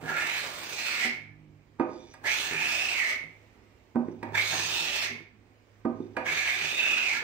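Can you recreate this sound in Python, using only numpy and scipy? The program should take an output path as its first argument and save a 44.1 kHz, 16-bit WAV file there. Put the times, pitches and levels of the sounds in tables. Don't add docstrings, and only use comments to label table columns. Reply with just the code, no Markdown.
import sys
import numpy as np
from scipy import signal
from scipy.fft import rfft, irfft, next_fast_len
from scipy.io import wavfile
from scipy.ndimage import uniform_filter1d

SR = 44100
rng = np.random.default_rng(int(sys.argv[2]) if len(sys.argv) > 2 else 0)


def field_ratio(decibels):
    return 10 ** (np.asarray(decibels, dtype=float) / 20)


def to_wav(s):
    ch = np.atleast_2d(s).T
    pcm = np.round(np.clip(ch, -1, 1) * 32767)
    wavfile.write(sys.argv[1], SR, pcm.astype(np.int16))


N = 318843
T = np.arange(N) / SR


def evened(x):
    return x / np.sqrt(np.mean(x ** 2) + 1e-20)


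def read(points, hz):
    f, value = np.transpose(points)
    return np.interp(np.log(hz + 1), np.log(f + 1), value)


def resonate(x, hz, width_hz):
    return signal.lfilter(*signal.iirpeak(hz, hz / width_hz, SR), x)


def tent_db(t, start_s, end_s, rise_db_per_s, fade_db_per_s):
    before = np.maximum(start_s - t, 0)
    after = np.maximum(t - end_s, 0)
    return -np.abs(rise_db_per_s) * before - np.abs(fade_db_per_s) * after


def snaps(per_s, spread_db):
    size = field_ratio(spread_db * np.minimum(rng.exponential(1, N), 4)) * rng.standard_normal(N)
    return evened(size * (rng.random(N) < per_s / SR))


def pair(z, other, hz, likeness):
    same = np.clip(read(likeness, hz), 0, 1)[:, None]
    return np.array([z, same * z + np.sqrt(1 - same ** 2) * other])


# time_s, level_db
ENGINE_SWELL = [
    (0, -52),
    (.2, -53),
    (.3, -60),
    (1.05, -60),
    (1.17, -54),
    (1.43, -50.5),
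    (1.56, -53),
    (1.66, -64),
    (2.0, -62),
    (2.4, -66),
]
# multiple, level_db
FIRING_ORDERS = [(2, -10), (3, 0), (4, -11), (5, -13), (6, -7), (7, -16)]


def engine():
    turn_hz = 50.3
    time_s, level_db = np.transpose(ENGINE_SWELL)
    waver = evened(uniform_filter1d(rng.standard_normal(N), 9000))
    turns = np.cumsum(turn_hz * (1 + 0.016 * waver)) / SR
    hum = sum(field_ratio(db) * np.sin(2 * np.pi * (k * turns + rng.random())) for k, db in FIRING_ORDERS)
    gone_db = 120 * np.maximum(T - time_s[-1], 0)
    return evened(hum) * field_ratio(np.interp(T, time_s, level_db) - gone_db)


# time_s, change_db
AIR_DRIFT = [
    (1.4, -4.5),
    (3.4, 3.5),
    (3.9, 0),
    (5.3, -5),
    (5.5, -1),
    (6.1, 0),
]
# pitch_hz, level_db per Hz
AIR_COLOUR = [(20, -33), (40, -12), (70, -7), (140, -22.5), (230, -14), (350, -16.5), (550, -21.5),
              (1100, -26.5), (1400, -29), (2200, -26), (3500, -36), (8000, -43), (11500, -56.5),
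              (15000, -49)]
# pitch_hz, likeness 0-1
DIFFUSE_LIKENESS = [(60, 1), (200, 0.72), (400, 0.9), (800, 0.35), (1500, 0.02), (15000, 0.2)]


def air():
    level_db = -61.5
    hz, t, z = signal.stft(rng.standard_normal((2, N)), SR, nperseg=2048, noverlap=1536)
    patches = uniform_filter1d(rng.standard_normal(z[0].shape), 12, 0)
    patch_db = 1.4 * evened(uniform_filter1d(patches, 8, 1))
    drift_db = np.outer(hz / (hz + 500), np.interp(t, *np.transpose(AIR_DRIFT)))
    colour = field_ratio(read(AIR_COLOUR, hz)[:, None] + patch_db + drift_db)
    x = signal.istft(pair(*z, hz, DIFFUSE_LIKENESS) * colour, SR, nperseg=2048, noverlap=1536)[1]
    return evened(x[:, :N]) * field_ratio(level_db)


# pitch_hz, t60_s
SHOP_DECAY = [(100, 0.26), (300, 0.64), (1000, 0.51), (1750, 0.5), (2100, 0.39), (2350, 0.57), (2700, 0.4),
              (4000, 0.4), (8000, 0.29), (15000, 0.34)]


def shop(x):
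    taps = np.zeros((2, SR))
    at = np.arange(200, SR - 20, 20) + rng.integers(0, 20, (2, (SR - 201) // 20))
    np.put_along_axis(taps, at, rng.choice([-1., 1.], at.shape), 1)
    hz, t, z = signal.stft(taps, SR, nperseg=512)
    decay = field_ratio(-60 * t / read(SHOP_DECAY, hz)[:, None])
    tail = signal.istft(pair(*z, hz, DIFFUSE_LIKENESS) * decay, SR, nperseg=512)[1]
    tail[:, :180] = 0
    return signal.fftconvolve(x[None], tail / np.linalg.norm(tail[0]), axes=1)[:, :N]


# pitch_hz, level_db, t60_s
BENCH_MODES = [(160, 9, 0.67), (242.4, 1.5, 0.057), (272, -7, 0.34), (333.4, 4, 0.21), (389, 5.5, 0.18)]
# start_s, level_db, deep_share_db
BENCH_LURCHES = [(.056, -40, -6), (1.069, -50, -17), (2.548, -45.5, -1.5), (3.24, -55, -3),
                 (4.3, -55.5, 4.5), (4.57, -52.5, 11), (4.79, -57.5, 6.5), (5.128, -49, -3),
                 (6.25, -52.5, 4), (6.63, -59, 8.5), (6.89, -47.5, -23), (7.23, -42, -23)]
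# start_s, level_db
SWAY_NUDGES = [(0, -65.5), (1.31, -55), (1.81, -61.5), (2.2, -65), (2.68, -63), (3.36, -58), (4.1, -56),
               (4.35, -42.5), (4.62, -48.5), (5.11, -53.5), (5.98, -48), (6.3, -53), (6.7, -59), (5.6, -69),
               (7.05, -57)]


def bench():
    push_db, push_deep_db = -55, -26
    lurch_slopes = 169.5, 129
    moves = [(bite, lift, push_db, push_deep_db) for bite, lift, *_ in STROKES]
    moves += [(s, s, db, deep_db) for s, db, deep_db in BENCH_LURCHES]
    upper = sum(field_ratio(db + tent_db(T, a, b, *lurch_slopes)) for a, b, db, _ in moves)
    deep = sum(field_ratio(db + deep_db + tent_db(T, a, b, *lurch_slopes)) for a, b, db, deep_db in moves)
    shake = snaps(600, 3.5)
    ring = 0
    for hz, db, t60 in BENCH_MODES:
        push = shake * (deep if hz < 190 else upper)
        ring = ring + field_ratio(db) * resonate(push, hz, 2.0 / t60 + 4) * np.sqrt(SR / (2.5 / t60 + 4))

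    sway_hz, still_db = 104.5, -64.5
    nudge_slopes = 87, 65
    unrest = evened(resonate(rng.standard_normal(N), sway_hz, 9.0))
    sway = evened(np.sin(2 * np.pi * sway_hz * T) + .25 * unrest)
    swing = field_ratio(still_db) + sum(field_ratio(db + tent_db(T, s, s, *nudge_slopes)) for s, db in SWAY_NUDGES)
    return field_ratio(-11.5) * ring + sway * swing


# start_s, upper_bench_db, then shares deep_bench_db, board_db, tick_db
TOE_GRAZES = [
    (1.787, -53, -14, 16, -15),
    (3.948, -42, 16, 8.6, -20),
    (5.847, -32.5, -9, 5.3, -22),
]
# start_s, upper_bench_db, then shares deep_bench_db, board_db, tick_db
LANDINGS = [(1.049, -34.5, 9.5, 4, -10), (1.7965, -13, -18, -1, -18.5), (1.8165, -37.5, -2, 15, -7.5),
            (2.139, -57, -6, 21, 15), (3.956, -16.5, 6, 0.5, -24), (3.969, -40.5, -6, -9, -13.5),
            (4.228, -26.5, -2, 4.5, -3), (4.531, -33, -21, -21, 8), (5.108, -54, 21, -10.5, -1),
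            (5.851, -14.5, 0, -2.5, -24.5), (6.148, -54, -5, 9, -8), (6.167, -26, -4, 11, 5.5)]
# start_s, upper_bench_db, then shares deep_bench_db, board_db, tick_db
REBOUNDS = [
    (1.8085, -23.5, -17.5, -4.5, -5.5),
    (1.891, -34.5, 3, -3.5, -6),
    (4.083, -23.5, -9, -27, -16),
    (6.002, -24, -29.5, -23, -43),
]
# pitch_hz, level_db, t60_s
WOOD_MODES = [(163, -22, 0.76), (239.7, 2.5, 0.21), (279.8, 6, 0.12), (340.3, 7.5, 0.098),
              (409, -12.5, 0.32), (534, -2.5, 0.076), (644, -10, 0.24), (755, -6.5, 0.16), (876, 3, 0.012),
              (910, -3, 0.012), (939, -3, 0.075), (1063, -5.5, 0.027), (1192, -4.5, 0.021),
              (1232, -5, 0.017), (1554, -7, 0.022)]
# pitch_hz, level_db, t60_s
BLADE_TICK = [(1650, 6.5, 0.028), (1900, 6.5, .02), (2400, -0.5, 0.028), (3640, -10, 0.012),
              (4570, -17.5, 0.05), (6200, -16, .008)]


def knocks(rows, ring, loss_s, crack_db):
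    out, t = np.zeros(N + SR), np.arange(SR // 2) / SR
    clack = signal.butter(3, [1400, 2500], "bandpass", fs=SR, output="sos")
    detunes = rng.uniform(-1.82, 1, (len(rows), len(WOOD_MODES)))
    for (s, db, deep_db, board_db, tick_db), detune in zip(rows, detunes):
        grit = rng.standard_normal(len(t))
        crack = signal.sosfilt(clack, grit) * (.75 * np.exp(-t / .005) + .25 * np.exp(-t / .035))
        first_contact = resonate(resonate(grit, 5000, 8000), 5000, 8000)
        crack += .1 * first_contact * np.exp(-t / .002)
        for hz, mode_db, t60 in BLADE_TICK:
            crack += field_ratio(mode_db - 11.0 - 60 * t / t60) * np.sin(2 * np.pi * hz * t)
        blow = field_ratio(tick_db + crack_db) * crack * -np.expm1(-t / 0.0011)
        for (hz, mode_db, t60), shift in zip(WOOD_MODES, detune):
            part = np.searchsorted([255, 430], hz)
            share_db = (deep_db, 0, board_db)[part]
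            fall = (1 - ring) * np.exp(-t / loss_s) + ring * field_ratio(-60 * t / t60)
            rise = 1 - np.exp(-(t / 0.0041) ** 2)
            pitch_hz = hz * (1 + 0.024 * shift * (part > 1))
            blow += field_ratio(share_db + mode_db - 1.5) * fall * rise * np.sin(2 * np.pi * pitch_hz * t)
        out[round(s * SR):][:len(t)] += field_ratio(db) * blow
    return out[:N]


# start_s, end_s, level_db
LIGHT_SLIDES = [
    (1.814, 1.82, -66),
    (1.9, 2.144, -57),
    (4.05, 4.211, -74),
    (5.962, 6.068, -70),
    (6.127, 6.16, -73),
]
# pitch_hz, width_hz, level_db
SOLE_MODES = [(2400, 130, -3), (3580, 130, -5), (4840, 110, -6), (5850, 180, -3)]


def slides():
    rub = signal.sosfilt(signal.butter(4, 6800, fs=SR, output="sos"), snaps(5000, 3.0))
    sole = 0
    for hz, width, db in SOLE_MODES:
        grip_db = 5.5 * evened(uniform_filter1d(rng.standard_normal(N), 1500))
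        ringing = resonate(resonate(rub, hz, 2 * width), hz, 2 * width)
        sole = sole + field_ratio(db + grip_db) * evened(ringing)
    wide = .75 * evened(resonate(rub, 4000, 5000))
    slopes = 508, 541
    level = sum(field_ratio(db + tent_db(T, a, b, *slopes)) for a, b, db in LIGHT_SLIDES)
    return evened(evened(sole) + wide) * level


# start_s, level_db
SOLE_SCUFFS = [
    (1.799, -58),
    (2.141, -48.5),
    (3.958, -58),
    (4.233, -47),
    (4.512, -34),
    (4.545, -38),
    (4.575, -40),
    (5.854, -62),
    (6.171, -46),
]


def scuffs():
    half_length_s = 0.0023
    grit = rng.standard_normal(N)
    colour = 0
    for hz, width_hz, db in [(7800, 2300, 1), (15300, 2500, -17), (4530, 3000, 0.5)]:
        colour = colour + field_ratio(db) * resonate(resonate(grit, hz, width_hz), hz, width_hz)
    puffs = sum(field_ratio(db) * np.exp(-((T - s) / half_length_s) ** 2) for s, db in SOLE_SCUFFS)
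    return evened(colour) * puffs


# time_s, cut_depth_db, mouth_pitch_hz, speed_db
HAND_MOVES = [
    [(0, -65, 2250, -72), (.076, -36, 2170, -50), (.17, -29.5, 2210, -44.5), (.4, -34.5, 2300, -37.5),
     (.5, -46, 2150, -45.5), (.68, -42.5, 2400, -42), (.83, -32, 2510, -36), (1.05, -30.5, 2090, -36.5)],
    [(2.235, -43, 2060, -54), (2.28, -22.5, 2200, -33.5), (2.42, -37, 2730, -33.5), (2.564, -30, 2400, -44),
     (2.7, -30.5, 2500, -36), (2.89, -29, 2600, -38.5), (3.03, -27.5, 1980, -40), (3.146, -31, 2120, -37.5)],
    [(4.349, -33, 2250, -43), (4.375, -29, 2250, -37), (4.4, -24, 2230, -34), (4.425, -36, 2300, -33),
     (4.47, -40, 2350, -31.5), (4.52, -34.5, 2370, -33), (4.735, -34, 2660, -33), (4.95, -34, 2680, -36),
     (5.083, -33, 2070, -33.5)],
    [(6.285, -28.5, 2230, -41.5), (6.351, -30.5, 2260, -37), (6.5, -28.5, 2240, -38),
     (6.74, -32, 2620, -35.5), (6.81, -25, 2600, -35), (7.025, -27.5, 2530, -39), (7.17, -34.5, 2140, -40)],
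]


def hands(t, column):
    rows = np.concatenate(HAND_MOVES)
    return np.interp(t, rows[:, 0], rows[:, column])


# start_s, level_db, fade_db_per_s
SOLE_CATCHES = [
    (.05, -41.5, 83),
    (0.441, -43.5, 86),
    (2.25, -41.5, 252.5),
    (2.5, -54.5, 98.5),
    (4.236, -38.5, 257),
    (4.334, -40.5, 404),
    (4.528, -38, 127),
    (6.174, -37, 122),
]


def catching(t):
    hold_s, rise_db_per_s = 0.011, 889
    return sum(field_ratio(db + tent_db(t, s, s + hold_s, rise_db_per_s, fade)) for s, db, fade in SOLE_CATCHES)


# bite_s, lift_s, hiss_db, board_rumble_db
STROKES = [
    (0.0, 1.058, -44, -48),
    (2.244, 3.115, -44.5, -48),
    (4.349, 5.057, -46, -47.5),
    (6.265, 7.18, -47, -48.5),
]
BITE_SLOPES = [890, 1270, 1190, 1113]
LIFT_SLOPES = [200, 283, 400, 500]


def parts(t):
    hiss_per_speed, board_per_depth, usual_db = 0.66, 0.2, -38
    depth_db, speed_db = hands(t, column=1), hands(t, column=3)
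    catch_share_db = np.array([-2, -16, -30, -40])
    out = np.outer(field_ratio(catch_share_db), catching(t))
    for bite_s, lift_s, hiss_db, board_db in STROKES:
        board = board_db + board_per_depth * (depth_db - usual_db)
        hiss = hiss_db + hiss_per_speed * (speed_db - usual_db)
        levels_db = [board, depth_db, speed_db, hiss]
        out += [field_ratio(db + tent_db(t, bite_s, lift_s, up, down))
                for db, up, down in zip(levels_db, BITE_SLOPES, LIFT_SLOPES)]
    return out + 1e-9


# pitch_hz, level_db per Hz
CUT_COLOUR = [(300, -22), (500, -19), (750, -17), (1290, -10), (1900, -4), (2600, -5), (3300, -8.5),
              (4850, -16), (6300, -18.5), (8500, -16.5), (10000, -26), (12000, -34), (13800, -26.5),
              (15200, -24)]
# pitch_hz, width_hz, lift_db
BODY_MODES = [(572, 79, 7.5), (722, 32, 9), (875, 67, 9), (1332, 5.2, 3.5), (2207, 25, 1.5),
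              (2090, 12.4, 1.5), (2362, 73, -3), (2600, 280, 2), (2920, 58, 2.5), (3590, 50, 2.5),
              (4500, 53, 3), (4980, 160, 0), (6150, 560, 4)]
# start_s, length_s, first_hz, last_hz, lift_db
SINGING_CURLS = [(0.22, 0.22, 3500, 4400, 6), (0.76, 0.24, 4150, 4600, 8), (0.01, .14, 350, 1300, 10),
                 (6.3, .33, 4900, 5600, -8), (4.4, .2, 6200, 6600, 5), (2.278, 0.19, 3900, 4300, 5),
                 (4.4, .16, 3900, 4300, 7), (4.33, .1, 3500, 3700, 8), (4.4, .12, 3000, 3900, 6),
                 (2.27, .2, 3300, 3500, 5), (4.68, 0.34, 3760, 3060, 7), (6.713, 0.26, 3680, 3560, 12.5),
                 (2.66, 0.3, 5300, 5500, 5), (2.27, 0.26, 5900, 6500, 5)]
# start_s, end_s, upper_mode_lift_db, lower_mode_lift_db
TOE_LEANS = [(0.05, 0.235, 17, 14.5), (0.362, 0.678, 7, 3.5), (0.983, 1.1, 3.5, 9), (2.22, 2.27, 19, 3),
             (2.435, 2.56, 10.5, -2), (2.633, 2.85, 6.5, -1.5), (4.217, 4.345, 21, 0),
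             (4.542, 4.604, 11, -1), (5.033, 5.1, 5, 5), (6.17, 6.254, 14, 0), (6.292, 6.545, 14, 0),
             (7.162, 7.23, 14, 16.5)]
# pitch_hz, likeness 0-1
BODY_LIKENESS = [(300, 0.88), (1000, 0.68), (3000, 0.66), (6000, 0.33), (12000, 0)]


def shaving():
    hz, t, z = signal.stft([snaps(9000, 1.52), snaps(9000, 0.5)], SR, nperseg=1024, noverlap=768)
    f = hz[:, None]

    bite = np.clip((hands(t, column=1) + 50) / 18, .2, 1.3)
    mouth = np.exp(-((f - hands(t, column=2)) / 300) ** 2)
    colour_db = read(CUT_COLOUR, f) + 11.0 * bite * mouth

    for start_s, length_s, first_hz, last_hz, db in SINGING_CURLS:
        u = np.clip((t - start_s) / length_s, 0, 1)
        swell = np.sqrt(np.abs(np.sin(np.pi * u)))
        curl_hz = first_hz + (last_hz - first_hz) * u
        colour_db += db * swell * np.exp(-((f - curl_hz) / 200) ** 2)

    thinning = sum(np.exp(-((t - lift_s) / 0.31) ** 2) for _, lift_s, *_ in STROKES)
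    colour_db += 9.1 * thinning * np.exp(-((f - 5140) / 2000) ** 2)

    toe_modes, ease_s = [(1698, 114), (1395, 78)], 0.028  # (Hz, width Hz)
    for start_s, end_s, *lifts_db in TOE_LEANS:
        lean = np.exp(-((t - np.clip(t, start_s, end_s)) / ease_s) ** 2)
        for db, (toe_hz, width_hz) in zip(lifts_db, toe_modes):
            colour_db += db * lean * np.exp(-((f - toe_hz) / width_hz) ** 2)

    for centre_hz, width_hz, db in BODY_MODES:
        waver = 1 + .5 * evened(uniform_filter1d(rng.standard_normal(len(t)), 14))
        colour_db += db * bite * waver / (1 + ((f - centre_hz) / width_hz) ** 2)

    grain = uniform_filter1d(rng.standard_normal(z[0].shape), 6, 0)
    colour_db += 1.8 * evened(uniform_filter1d(grain, 12, 1))

    gain, share_db = field_ratio(colour_db), np.zeros(colour_db.shape)
    level = parts(t)
    for lo, hi, part in zip([0, 1300, 3200, 7000], [1300, 3200, 7000, SR], level / level.sum(0)):
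        band = (hz >= lo) & (hz < hi)
        power = (gain[band] ** 2).sum(0) / len(hz)
        share_db[band] = 20 * np.log10(part) - 10 * np.log10(power)
    gain *= field_ratio(uniform_filter1d(share_db, size=19, axis=0))
    x = signal.istft(pair(*z, hz, BODY_LIKENESS) * gain, SR, nperseg=1024, noverlap=768)[1][:, :N]

    judder_db = 1.7 * evened(uniform_filter1d(rng.standard_normal(N), 500))
    return x * uniform_filter1d(parts(T).sum(0) * field_ratio(judder_db + 0.5), 300)


def scene():
    blows = knocks(LANDINGS + TOE_GRAZES, ring=0.43, loss_s=0.0054, crack_db=8.0)
    rebounds = field_ratio(9) * knocks(REBOUNDS, ring=.06, loss_s=.004, crack_db=-8)
    cut, light = shaving(), slides() + scuffs()
    direct = field_ratio(1.5) * (cut + light) + blows + rebounds + bench() + engine()

    to_walls = field_ratio(-6) * cut[0] + field_ratio(-12) * light
    free = sum(np.exp(-((T - lift_s) / .12) ** 2) for _, lift_s, *_ in STROKES)
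    to_walls += field_ratio(5) * resonate(to_walls * free, 2150, 320)
    thin_blows = blows - 0.5 * resonate(blows, 298, 210)
    to_walls = to_walls + field_ratio(-6.5) * thin_blows + field_ratio(-10.0) * rebounds
    return field_ratio(-4.5) * direct + shop(to_walls) + air()


# pitch_hz, share 0-1
TREBLE_GAPS = [(4000, 0), (6000, .015), (8000, .1), (9300, .33), (11000, .42), (13500, .33), (14500, .06)]


def starve(x):
    hz, t, z = signal.stft(x, SR, nperseg=1024, noverlap=768)
    luck = rng.random((len(hz) // 6 + 1, len(t) // 7 + 1))
    luck = luck.repeat(6, 0).repeat(7, 1)[:len(hz), :len(t)]
    kept = luck > read(TREBLE_GAPS, hz)[:, None]
    return signal.istft(z * kept, SR, nperseg=1024, noverlap=768)[1][:, :N]


def band_limit(x):
    return signal.sosfilt(signal.butter(12, 16860, fs=SR, output="sos"), x)


# pitch_hz, left_minus_right_db
PORT_BALANCE = [(60, -7), (150, -7.5), (400, -7.5), (1000, -5.5), (2400, -5.5), (5000, -5.5), (9000, -5),
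                (15000, -15)]
# pitch_hz, left_lead_rad
PORT_LEAD = [(100, 0), (1000, 1), (1700, -1), (2700, -2), (3500, -1.5), (5000, -2), (8000, -2.5),
             (15000, -10.5)]


def record(dry):
    bass_cut_hz, edge_hz = 25, 15600
    size = next_fast_len(N)
    hz = np.fft.rfftfreq(size, 1 / SR)
    tilt = field_ratio(read(PORT_BALANCE, hz) / 2) * np.exp(.5j * read(PORT_LEAD, hz))
    band = (hz < edge_hz) * hz ** 2 / (hz ** 2 + bass_cut_hz ** 2)
    x = irfft(rfft(dry, size) * np.array([tilt, 1 / tilt]) * band, size)[:, :N]
    mix = starve(x)
    return band_limit(mix)


dry = scene()
out = record(dry)
to_wav(out)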